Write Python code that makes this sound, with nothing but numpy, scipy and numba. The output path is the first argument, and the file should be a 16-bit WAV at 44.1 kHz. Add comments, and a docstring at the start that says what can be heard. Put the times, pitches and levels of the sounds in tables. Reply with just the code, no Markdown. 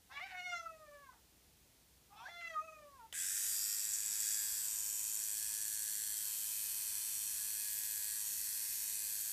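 """A quiet, carpeted room. A cat meows twice, its vocal folds the source and its mouth the filter: each
call starts with a rasp, clears, and sinks as the mouth closes. Then a small battery trimmer clicks on,
spins up and is brought round in front of the microphone. Its shaft scrapes and knocks alike on every
turn, a periodic force that rings the resonances of the plastic shell over the whine of the motor.
Faint rumble, hiss and mains hum lie beneath."""
import sys
import numpy as np
from scipy import signal
from scipy.fft import rfft, irfft, next_fast_len
from scipy.io import wavfile
from scipy.ndimage import uniform_filter1d, map_coordinates
from numba import njit

SR = 44100
rng = np.random.default_rng(int(sys.argv[2]) if len(sys.argv) > 2 else 0)


def digitize_waveform(pressure):
    """Quantize a signal to 16-bit integers and store it at the path in sys.argv[1].

    Rows of a 2-D input are taken as channels; values are limited to [-1, 1].
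    """
    field = np.atleast_2d(pressure).T
    bounded = np.clip(field, -1, 1)
    quanta = np.round(bounded * 32767).astype(np.int16)
    wavfile.write(sys.argv[1], SR, quanta)


N = 411012
TIME = np.arange(N) / SR

# the cat's voice, one table a call: time_s, pitch_hz, mouth_resonance_hz
CALL_CONTOURS = [
    [(.09, 477, 846), (.135, 556, 1780), (.17, 572, 2020), (.195, 597, 2050), (.21, 706, 2090),
     (.23, 743, 2200), (.255, 781, 2080), (.34, 740.3, 1720), (.41, 718, 2040), (.46, 725.5, 2170),
     (.6, 676.5, 1370), (.672, 663, 1340), (.8, 624, 1300), (.92, 581, 1330), (1.02, 569.6, 1423),
     (1.084, 523, 1290), (1.125, 490, 1168), (1.21, 437, 1300)],
    [(2.09, 398, 820), (2.15, 415, 899), (2.21, 455, 987), (2.265, 526, 1630), (2.295, 694, 1640),
     (2.4, 689, 1830), (2.454, 676.5, 1950), (2.52, 652, 1856), (2.58, 613, 1330), (2.655, 647, 1265),
     (2.7, 636, 1255), (2.8, 611, 1320), (2.9, 568, 1225), (2.97, 537, 1087), (3.012, 460, 950),
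     (3.09, 436, 810)],
]
# vocal effort, one table a call: time_s, level_db
CALL_EFFORT = [
    [(.09, -60.5), (.165, -49.5), (.22, -54), (.3, -54.5), (.35, -51.5), (.45, -48), (.54, -42.5),
     (.63, -52.5), (.78, -65.5), (1.1, -62.5), (1.15, -70.5), (1.22, -85)],
    [(2.09, -76), (2.2, -55), (2.27, -55), (2.34, -57), (2.44, -49), (2.55, -53), (2.68, -59),
     (2.87, -64.5), (3.03, -57), (3.08, -65)],
]
# two bands relative to the effort: time_into_call_s, fundamental_db, mid_resonance_db
CALL_BALANCE = [(0, -1, -17), (.09, -6.5, -4.5), (.14, -0.5, -9), (.24, -3.5, -42), (.37, -6, -23),
                (0.521, -3, -6), (.7, 4, -7), (.85, 7, -20), (0.969, 0.5, -22)]
# level of the voice's treble, one table a call: time_s, throat_db, edge_db
CALL_TREBLE = [
    [(0.1, -87, -88), (0.106, -65, -76), (0.154, -55.5, -77), (0.33, -82, -79), (0.498, -64, -56),
     (0.55, -80, -58), (0.566, -56, -52.5), (0.692, -75, -78), (0.85, -88, -87)],
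    [(2.12, -91, -82), (2.174, -60.5, -69), (2.38, -61.5, -68), (2.474, -76, -64), (2.488, -83, -63),
     (2.57, -75, -72), (2.61, -80, -70), (2.78, -90, -75), (2.85, -90, -92)],
]
# upper resonances of the throat: centre_hz, width_hz, gain_db
THROAT_FORMANTS = [(3370, 600, 6), (3900, 1500, 0)]
# a thin treble edge that climbs as the mouth closes: time_s, centre_hz
EDGE_FORMANT = [(.1, 4670), (.35, 5050), (.44, 5680), (.55, 5640), (.7, 6200), (2.1, 5130), (2.35, 5525),
                (2.48, 5560), (2.56, 6300), (2.68, 6350), (2.76, 6680)]
# irregular vibration of the folds: start_s, end_s, roughness_fraction
RASPS = [(.07, .14, .6), (.14, .2, .33), (.2, .26, .22), (.268, .335, .85), (1.13, 1.22, 1),
         (2.07, 2.16, .5), (2.17, 2.255, .36), (2.27, 2.29, .6), (2.3, 2.37, .08), (2.45, 2.55, .07)]
# strong and weak cycles alternate after a rasp: start_s, end_s, depth_fraction
PERIOD_DOUBLINGS = [(.33, .41, .4), (2.29, 2.37, .2)]
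# a harmonic crosses a null of the room: time_s, half_length_s, harmonic_number
ROOM_NULLS = [(.165, .03, 1), (.29, .022, 1), (.51, .008, 2), (.578, .006, 1), (.622, .008, 2),
              (.727, .006, 2), (.785, .012, 1), (.868, .014, 1), (1.09, .06, 1), (2.24, .035, 1),
              (2.59, .02, 1), (2.757, .012, 1), (2.817, .007, 1), (2.97, .085, 1)]
# a harmonic crosses a resonance: time_s, half_length_s, harmonic_number, level_over_effort_db
ROOM_PEAKS = [(0.177, 0.021, 4, 4.5), (0.216, 0.0061, 3, 12), (0.24, .009, 3, 10.5), (0.6, 0.012, 2, -5),
              (0.669, 0.01, 2, 11), (.7, 0.0081, 2, 7), (1.095, 0.0068, 2, 9.5), (2.23, 0.026, 2, 2),
              (2.267, .014, 3, 7.5), (2.349, 0.046, 5, -10), (2.476, 0.0094, 4, 2), (2.583, 0.028, 2, 16.5),
              (2.745, .03, 4, -5), (0.22, 0.014, 4, 1)]

# the motor's speed once spun up: time_s, turn_rate_hz
RUNNING_SPEED = [(3.8, 104.8), (4.21, 106.1), (4.29, 105.6), (4.44, 106.5), (4.5, 106.1), (4.78, 106.2),
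                 (6.4, 106.4), (6.91, 105), (7.91, 106), (8.43, 104.7), (8.47, 105.6), (9.3, 105.2)]
# two stages of spin-up: initial_shortfall_hz, time_constant_s
SPIN_UP = [(26.05, .045), (15.547, .2)]
# the trimmer's loudness contour: time_s, level_db, relative_drone_db
TRIMMER_LEVEL = [(3.2, -40.5, -12), (3.5, -38.5, -17), (4.03, -41, -16.5), (4.32, -37.5, -16.5),
                 (4.44, -40, -15.5), (4.86, -41, -19), (6.24, -41.5, -17.5), (9.3, -41.5, -18)]
# how it is held: time_s, facing_fraction (0 from behind, 1 from the front), knock_over_hiss_db
GRIP = [(3.13, 0, -5.5), (3.45, 0.11, -7.5), (3.72, 0.47, -3.5), (4.32, 0.3, -4), (4.55, 0.42, -10.5),
        (4.7, 0.55, -6), (5.15, 0.76, -5.5), (5.6, 1, -5), (6.6, 0.98, -14), (9.3, 1, -15)]
# friction spectrum of the contacts: frequency_hz, gain_db
HISS_SPECTRUM = [(2500, -34.5), (4100, -13.5), (5200, -13), (6300, -5.5), (7500, -4), (9300, -1.5),
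                 (11500, -1.5), (12700, -4), (13800, -6.5), (15300, -13.5)]
# high resonances of the shell: centre_hz, width_hz, behind_db, side_db, slant_db, front_db
SHELL_MODES = [(4380, 200, -15, -9, -12, -4.5), (4877, 310, -20, 1.5, -17, -12),
               (5550, 170, -14, 0.5, -3, -11.5), (5852, 190, -13, -14, -5.5, -4.5),
               (6130, 200, 0, -22, -20, -25), (7070, 530, 3.5, 3, 2, -23), (7750, 220, 11, 11.5, 3.5, -1.5),
               (8330, 350, -4, 1, 4, 0.5), (8930, 350, 6.5, -26, -43, -26), (12080, 360, -16, 4.5, 5, 0.5)]
# the band of hiss that a reflection cancels: time_s, centre_hz, depth_fraction
HISS_NOTCH = [(3.5, 10100, .05), (3.7, 9900, 0.7), (4.15, 9900, 0), (4.42, 9050, 0.3), (4.75, 10690, 0.9),
              (5.1, 10300, 0.2), (5.4, 10150, 0), (7.2, 9996, 0.27), (9.3, 10290, 0.2)]
# resonances rung by a knock: centre_hz, width_hz, gain_db
KNOCK_MODES = [(4820, 180, -2), (5614, 520, 0), (7540, 1560, 4)]
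# broad vibration of the body: frequency_hz, gain_db
DRONE_SPECTRUM = [(500, -2), (1000, 2.5), (1250, -4.5), (1600, -1), (3900, -20), (5000, -57)]
# low resonances of the body: centre_hz, width_hz, behind_db, side_db, slant_db, front_db
BODY_MODES = [(1640, 200, 9.5, 0, -1, 5.8), (1970, 320, 6, -21, -0.5, 1.3), (2536, 290, 5, -1.5, 4.5, 5.9),
              (3140, 400, 0, -22, 3, 5.47), (3380, 186, 6, 3, -15, 3.96), (3760, 190, 4, 0, 2, 4.5)]
# motor tones on multiples of the turn rate: harmonic_number, level_db, waver_db
MOTOR_HARMONICS = [(6, -90, 1), (7, -86, 1), (8, -85, 1.5), (9, -72.5, 1), (10, -77.5, 1.5), (11, -85, 1.5),
                   (12, -85, 2), (18, -78, 2), (19, -78, 2), (20, -79, 2), (41, -69.5, 1), (42, -73, 1.5),
                   (43, -72, 1), (52, -71, 1.5), (53, -71, 1.5), (54, -67, 1.5)]
# gain of those tones as the trimmer is brought round: time_s, gain_db
WHINE_GAIN = [(3.2, -10), (3.7, -5), (4.1, 0), (5, 1.5), (6, 0), (9.3, -.5)]
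# tones that the grip puts on a resonance: start_s, end_s, harmonic_number, level_db
RESONANT_TONES = [(3.22, 4.0, 18, -65), (3.7, 4.66, 46, -62.5), (3.9, 4.55, 16, -71), (4.15, 4.65, 73, -57),
                  (4.5, 4.62, 15, -59), (4.65, 5.55, 52, -62), (4.7, 5.3, 66, -59), (4.7, 5.4, 74, -60),
                  (5.3, 6.45, 16, -69), (7.1, 8.25, 16, -66), (7.55, 8.27, 18, -69)]
# harder blows of the tip: time_s, level_db, decay_s
TIP_TAPS = [(3.495, -40, 0.0046), (3.934, -37, 0.028), (4.242, -41, .005), (4.384, -44, .004),
            (3.287, -45, .002), (3.367, -42, 0.0018)]
# the snap of the switch: time_s, level_db
SWITCH_SNAPS = [(3.126, -39.5)]
# modes rung by the snap: frequency_hz, gain_db, t60_s
SWITCH_MODES = [(1970, -6, .04), (3070, 7.5, 0.016), (3420, 4, 0.02), (4100, -11, 0.034), (7300, -4, 0.025)]

# spectrum of the quiet room: frequency_hz, relative_density_db
AMBIENT_SPECTRUM = [(15, -42), (25, -22), (54, -1), (69, -2.5), (90, -6.5), (142, -9), (278, -12.5),
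                    (475, -16), (604, -18.5), (709, -17.5), (1180, -23), (4040, -20), (15000, -22.5)]


def cat():
    """Source and filter: the tone of the folds passes the formants of mouth and throat into the room."""
    pitch_hz, mouth_hz = curves(np.vstack(CALL_CONTOURS))
    effort_db, = curves(np.vstack(CALL_EFFORT))
    rough = roughness()
    jitter = 1 + .0045 * walk(70) + .04 * rough * walk(300)
    phase = 2 * np.pi * np.cumsum(pitch_hz * jitter) / SR
    folds = vocal_folds(phase, rough)
    calling = sum(gate(call[0][0], call[-1][0], fade_s=.028) for call in CALL_EFFORT)
    loudness = undb(effort_db) * calling
    voice = loudness * mouth(folds, pitch_hz, mouth_hz, rough) + calling * throat(folds)
    heard = room(voice + throat_catch(), wet_db=-7, t60_s=.16)
    return standing_waves(heard, pitch_hz, phase, loudness)


def vocal_folds(phase, rough):
    """Self-sustained oscillation gives harmonics; rough folds add period doubling and turbulence."""
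    harmonics = unit(sum(undb(2.8 * walk(45)) * np.cos(k * phase + k * k) for k in range(1, 14)))
    after_rasp = sum(depth * gate(start, end, fade_s=.02) for start, end, depth in PERIOD_DOUBLINGS)
    doubling = .9 * rough + after_rasp
    flutter = 1 + doubling * np.cos(phase / 2) + .45 * rough * walk(450)
    turbulence = (.035 + .45 * rough) * noise()
    return even(flutter * (harmonics + turbulence), samples=300)


def roughness(onset_s=.005, clearing_s=.022):
    """Chaotic vibration, 0 to 1: the voice breaks quickly and clears more slowly."""
    breaks = [
        rough * np.exp(np.minimum(TIME - start, 0) / onset_s - np.maximum(TIME - end, 0) / clearing_s)
        for start, end, rough in RASPS]
    return np.clip(.02 + np.max(breaks, axis=0), 0, 1)


def mouth(folds, pitch_hz, mouth_hz, rough, rasp_band_hz=820):
    """Cavity resonance: the closing mouth rings lower and more sharply, and a rasp blurs the peak."""
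    fundamental_db, mid_db = call_balance()
    vowel = formant(folds, mouth_hz, width_hz=430 * (mouth_hz / 1300) ** 2 + 400 * rough)
    vowel = even(vowel + undb(.5) * formant(folds, hz=1115, width_hz=147))
    mid = np.sqrt(13) * formant(folds, hz=2530, width_hz=210)
    # in a rasp the fundamental gives way to a low band of its own
    low_hz = pitch_hz + (rasp_band_hz - pitch_hz) * np.minimum(2 * rough, 1)
    fundamental = even(formant(folds, low_hz, width_hz=180)) * undb(1.7 * walk(40))
    quaver = undb(2.2 * walk(75))
    voice = tremble() * (quaver * vowel + undb(mid_db) * mid) + undb(fundamental_db) * fundamental
    # a small mouth loses the fundamental when the pitch sinks
    return highpass(voice, hz=600, order=6)


def call_balance():
    """Spectral balance: the fundamental and mid resonance follow the same course in each call."""
    began_s = np.full(N, CALL_EFFORT[0][0][0])
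    for call in CALL_EFFORT[1:]:
        began_s = np.where(TIME >= call[0][0], call[0][0], began_s)
    return curves(CALL_BALANCE, TIME - began_s)


def tremble(rate_hz=40, depth=.55):
    """Amplitude modulation: the throat flutters in the second call as the mouth starts to close."""
    beat = np.sin(2 * np.pi * np.cumsum(rate_hz * (1 + .25 * walk(30))) / SR)
    return 1 + depth * beat * gate(2.44, 2.84, fade_s=.041)


def throat(folds):
    """Upper formants: stationary throat resonances and a thin, climbing edge supply the treble."""
    throat_db, edge_db = curves(np.vstack(CALL_TREBLE))
    edge_hz, = curves(EDGE_FORMANT)
    ring = even(sum(undb(db) * formant(folds, hz, width) for hz, width, db in THROAT_FORMANTS))
    edge = even(formant(folds, edge_hz, width_hz=1100))
    return undb(throat_db - 4) * ring + undb(edge_db - 3) * edge


def throat_catch(at_s=2.414, half_length_s=.007):
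    """A noise transient: the throat catches briefly in the second call."""
    crackle = unit(formant(noise(), hz=2170, width_hz=1600))
    return undb(-55) * crackle * np.exp(-((TIME - at_s) / half_length_s) ** 2)


def standing_waves(voice, pitch_hz, phase, loudness):
    """Interference: gliding harmonics drop out at the room's nulls and swell at its resonances."""
    def bump(at_s, half_s):
        return np.exp(-np.abs((TIME - at_s) / half_s) ** 3)

    for k in (1, 2):
        dip = np.minimum(sum(bump(s, half) for s, half, harmonic in ROOM_NULLS if harmonic == k), 1)
        voice = voice - .9 * dip * resonate(voice, k * pitch_hz, width_hz=np.full(N, 300.))
    swells = sum(undb(db) * bump(s, half) * np.sqrt(2) * np.cos(round(k) * phase)
                 for s, half, k, db in ROOM_PEAKS)
    return voice + loudness * swells


def trimmer():
    """Forced vibration: a turning shaft drives hiss, knock, drone and whine at its own period."""
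    running_s = np.maximum(TIME - MOTOR_ON_S, 0)
    full_hz, = curves(RUNNING_SPEED)
    turn_hz = full_hz - sum(shortfall * np.exp(-running_s / lag) for shortfall, lag in SPIN_UP)
    level_db, drone_db = curves(TRIMMER_LEVEL)
    facing, knock_db = curves(GRIP)
    turns = np.cumsum(turn_hz * (1 + .001 * walk(25) + .0012 * walk(4))) / SR
    # play in the bearing shifts each contact a little, which blurs the highest multiples into hiss
    loose_turns = turns + .0013 * walk(200)
    # one strong contact a turn, and a lighter one half a turn later
    pulses = pulse_train(loose_turns, width_turns=.085, scatter_db=2.3)
    pulses += .35 * pulse_train(loose_turns + .5, width_turns=.07, scatter_db=4)
    hiss = contact_hiss(loose_turns, pulses, facing)
    contacts = even(hiss + undb(knock_db) * shaft_knock(loose_turns), samples=4000)
    drone = body_drone(turns, pulses, facing)
    # the drone is there at once; the hiss builds as the shaft gets going
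    rise = 1 - np.exp(-running_s / HISS_RISE_S)
    body = undb(level_db) * (undb(.64) * rise * contacts + undb(drone_db + 1.84) * drone)
    # the tones grow steeply with speed
    whine = motor_whine(turns) * (turn_hz / turn_hz.max()) ** 8
    return (body + whine) * gate(MOTOR_ON_S, np.inf, fade_s=.013)


def contact_hiss(turns, pulses, facing, depth_behind=.35, depth_front=.8):
    """Pulsing friction excites the shell; a reflection cancels a band that slides as the hand moves."""
    pulse_depth = depth_behind + (depth_front - depth_behind) * facing
    rubbing = scrape(turns, fresh_db=-2) * (1 + pulse_depth * pulses)
    hiss = directivity(rubbing, facing, HISS_SPECTRUM, SHELL_MODES)
    notch_hz, notch_depth = curves(HISS_NOTCH)
    return hiss - notch_depth * resonate(hiss, notch_hz, width_hz=np.full(N, 1400.))


def shaft_knock(turns):
    """Impact excitation: one short blow a turn rings the shell."""
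    blows = scrape(turns, fresh_db=-4) * pulse_train(turns, width_turns=.065, scatter_db=1.3)
    return even(sum(undb(db) * formant(blows, hz, width) for hz, width, db in KNOCK_MODES), samples=4000)


def body_drone(turns, pulses, facing, shift_db=2):
    """Structural resonance: friction drives the body's low modes, which come and go with the fingers."""
    rubbing = scrape(turns, fresh_db=1)
    shifts = sum((undb(shift_db * walk(2.5)) - 1) * formant(rubbing, hz, 1.5 * width)
                 for hz, width, *_ in BODY_MODES)
    drone = directivity((rubbing + shifts) * (1 + .3 * pulses), facing, DRONE_SPECTRUM, BODY_MODES)
    # so small a body radiates almost no low sound
    return highpass(drone, hz=1450, order=5)


def scrape(turns, fresh_db, points=416):
    """Periodic friction: the same bumps return each turn and slowly change, under fresh noise."""
    bumps = np.fft.ifft(np.exp(2j * np.pi * rng.random(points)))
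    track = map_coordinates(bumps, [turns % 1 * points], order=3, mode="grid-wrap")
    repeating = np.real(track * np.exp(1j * walk(1.73)))
    return unit(unit(repeating) + undb(fresh_db) * noise())


def pulse_train(turns, width_turns, scatter_db):
    """Shimmer and jitter: one pulse a turn, each with its own strength and slightly early or late."""
    strength, lateness = rng.standard_normal((1024, 2))[turns.astype(int) % 1024].T
    offset_turns = turns % 1 - .5 - .015 * lateness
    return undb(scatter_db * strength) * np.exp(-.5 * (offset_turns / width_turns) ** 2)


def directivity(x, facing, spectrum, modes):
    """Directional radiation: different modes come forward as the trimmer turns to the microphone."""
    views = len(modes[0]) - 2
    heard = 0
    for view in range(views):
        share = np.maximum(1 - np.abs(facing * (views - 1) - view), 0)
        peaks = [(hz, width, db[view]) for hz, width, *db in modes]
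        heard = heard + share * colour(x, spectrum, peaks)
    return even(heard, samples=4000)


def motor_whine(turns):
    """Harmonics of the turn rate waver; some sing out while the grip puts them on a resonance."""
    gain_db, = curves(WHINE_GAIN)
    phase = 2 * np.pi * turns
    tones = sum(undb(db + waver_db * walk(3)) * np.sin(k * phase) for k, db, waver_db in MOTOR_HARMONICS)
    singing = sum(undb(db + 2.3 * walk(35)) * gate(start, end, fade_s=.084) * np.cos(k * phase)
                  for start, end, k, db in RESONANT_TONES)
    return undb(gain_db + 1.5 * walk(30)) * tones + singing


def tip_taps():
    """Damped impacts: now and then the loose tip strikes harder and rings the shell."""
    blows = sum(undb(db) * np.exp(-np.abs(TIME - s) / decay) * (TIME > s) for s, db, decay in TIP_TAPS)
    return blows * unit(formant(noise(), hz=7400, width_hz=3400))


def switch(attack_s=.00042, crack_decay_s=.0086):
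    """Free vibration: the switch snaps over with a crack and the plastic's modes ring down."""
    click = 0
    for at_s, level_db in SWITCH_SNAPS:
        age_s = np.maximum(TIME - at_s, 0)
        ring = sum(undb(db) * np.sin(2 * np.pi * hz * age_s) * np.exp(-np.log(1000) * age_s / t60)
                   for hz, db, t60 in SWITCH_MODES)
        crack = noise() * np.exp(-age_s / crack_decay_s) * (age_s > 0)
        attack = 1 - np.exp(-age_s / attack_s)
        click = click + undb(level_db) * attack * (.59 * ring + .48 * crack)
    return click


def room(x, wet_db, t60_s):
    """Reverberation: dense reflections follow the direct sound and die fast in a carpeted room."""
    t = TIME[:SR // 2]
    echo = rng.standard_normal(len(t)) * np.exp(-np.log(1000) * t / t60_s) * (t > .004)
    return x + undb(wet_db) * signal.fftconvolve(x, echo / np.linalg.norm(echo))[:N]


def ambience(mains_hz=59.5):
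    """The noise floor: broadband rumble and hiss with a mains hum."""
    hum = unit(np.sin(2 * np.pi * mains_hz * TIME))
    return undb(-67) * unit(colour(noise(), AMBIENT_SPECTRUM)) + undb(-85) * hum


def formant(x, hz, width_hz):
    """Two equal resonators in cascade give a peak with steep skirts."""
    hz, width_hz = hz + np.zeros(N), width_hz + np.zeros(N)
    return resonate(resonate(x, hz, width_hz), hz, width_hz)


@njit
def resonate(x, hz, width_hz):
    """A damped resonator: a state-variable band-pass whose centre and width move."""
    y, band_state, low_state = np.empty(len(x)), 0., 0.
    for i in range(len(x)):
        tuning, damping = np.tan(np.pi * hz[i] / SR), width_hz[i] / hz[i]
        band = (band_state + tuning * (x[i] - low_state)) / (1 + tuning * (tuning + damping))
        band_state = 2 * band - band_state
        low_state += 2 * tuning * band
        y[i] = damping * band
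    return y


def colour(x, spectrum, peaks=()):
    """Spectral shaping: resonance peaks add in power to a broad spectrum."""
    hz, db = np.transpose(spectrum)
    size = next_fast_len(N + 4096)
    bin_hz = np.maximum(np.fft.rfftfreq(size, 1 / SR), 1)
    power = undb(np.interp(np.log(bin_hz), np.log(hz), db)) ** 2
    for centre, width, peak_db in peaks:
        power += (undb(peak_db) / (1 + 2 * ((bin_hz - centre) / width) ** 2)) ** 2
    return irfft(rfft(x, size) * np.sqrt(power), size)[:N]


def highpass(x, hz, order):
    """Attenuation below a cutoff frequency."""
    return signal.sosfilt(signal.butter(order, hz, "highpass", fs=SR, output="sos"), x)


def undb(db):
    """Decibels to amplitude ratio."""
    return 10 ** (np.asarray(db) / 20)


def unit(x):
    """Normalisation to rms 1."""
    return x / np.sqrt(np.mean(x ** 2))


def even(x, samples=1100):
    """Normalisation of the short-term rms to 1."""
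    return x / np.sqrt(np.abs(uniform_filter1d(x ** 2, samples)) + 1e-12)


def curves(table, time_s=TIME):
    """Linear interpolation of a table's columns in time."""
    knots_s, *columns = np.transpose(table)
    return [np.interp(time_s, knots_s, column) for column in columns]


def gate(start_s, end_s, fade_s):
    """A trapezoidal envelope of height 1."""
    return np.clip(np.minimum(TIME - start_s, end_s - TIME) / fade_s, 0, 1)


def noise():
    """White noise."""
    return rng.standard_normal(N)


def walk(rate_hz):
    """Smoothed noise of rms 1 that changes about rate_hz times a second."""
    size = max(int(SR / rate_hz), 2)
    return unit(uniform_filter1d(uniform_filter1d(noise(), size), size))


def scene():
    """Superposition in one room: the trimmer, nearer than the cat, has less reverberation."""
    tool = room(trimmer() + tip_taps() + switch(), wet_db=-13, t60_s=.2)
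    return (cat() + tool + ambience())[None]


def record(dry, cutoff_hz=15200):
    """Band limiting: a steep low-pass removes the highest treble."""
    return signal.sosfilt(signal.ellip(10, .2, 70, cutoff_hz, fs=SR, output="sos"), dry)


MOTOR_ON_S, HISS_RISE_S = 3.13, .023

dry = scene()
out = record(dry)
digitize_waveform(out)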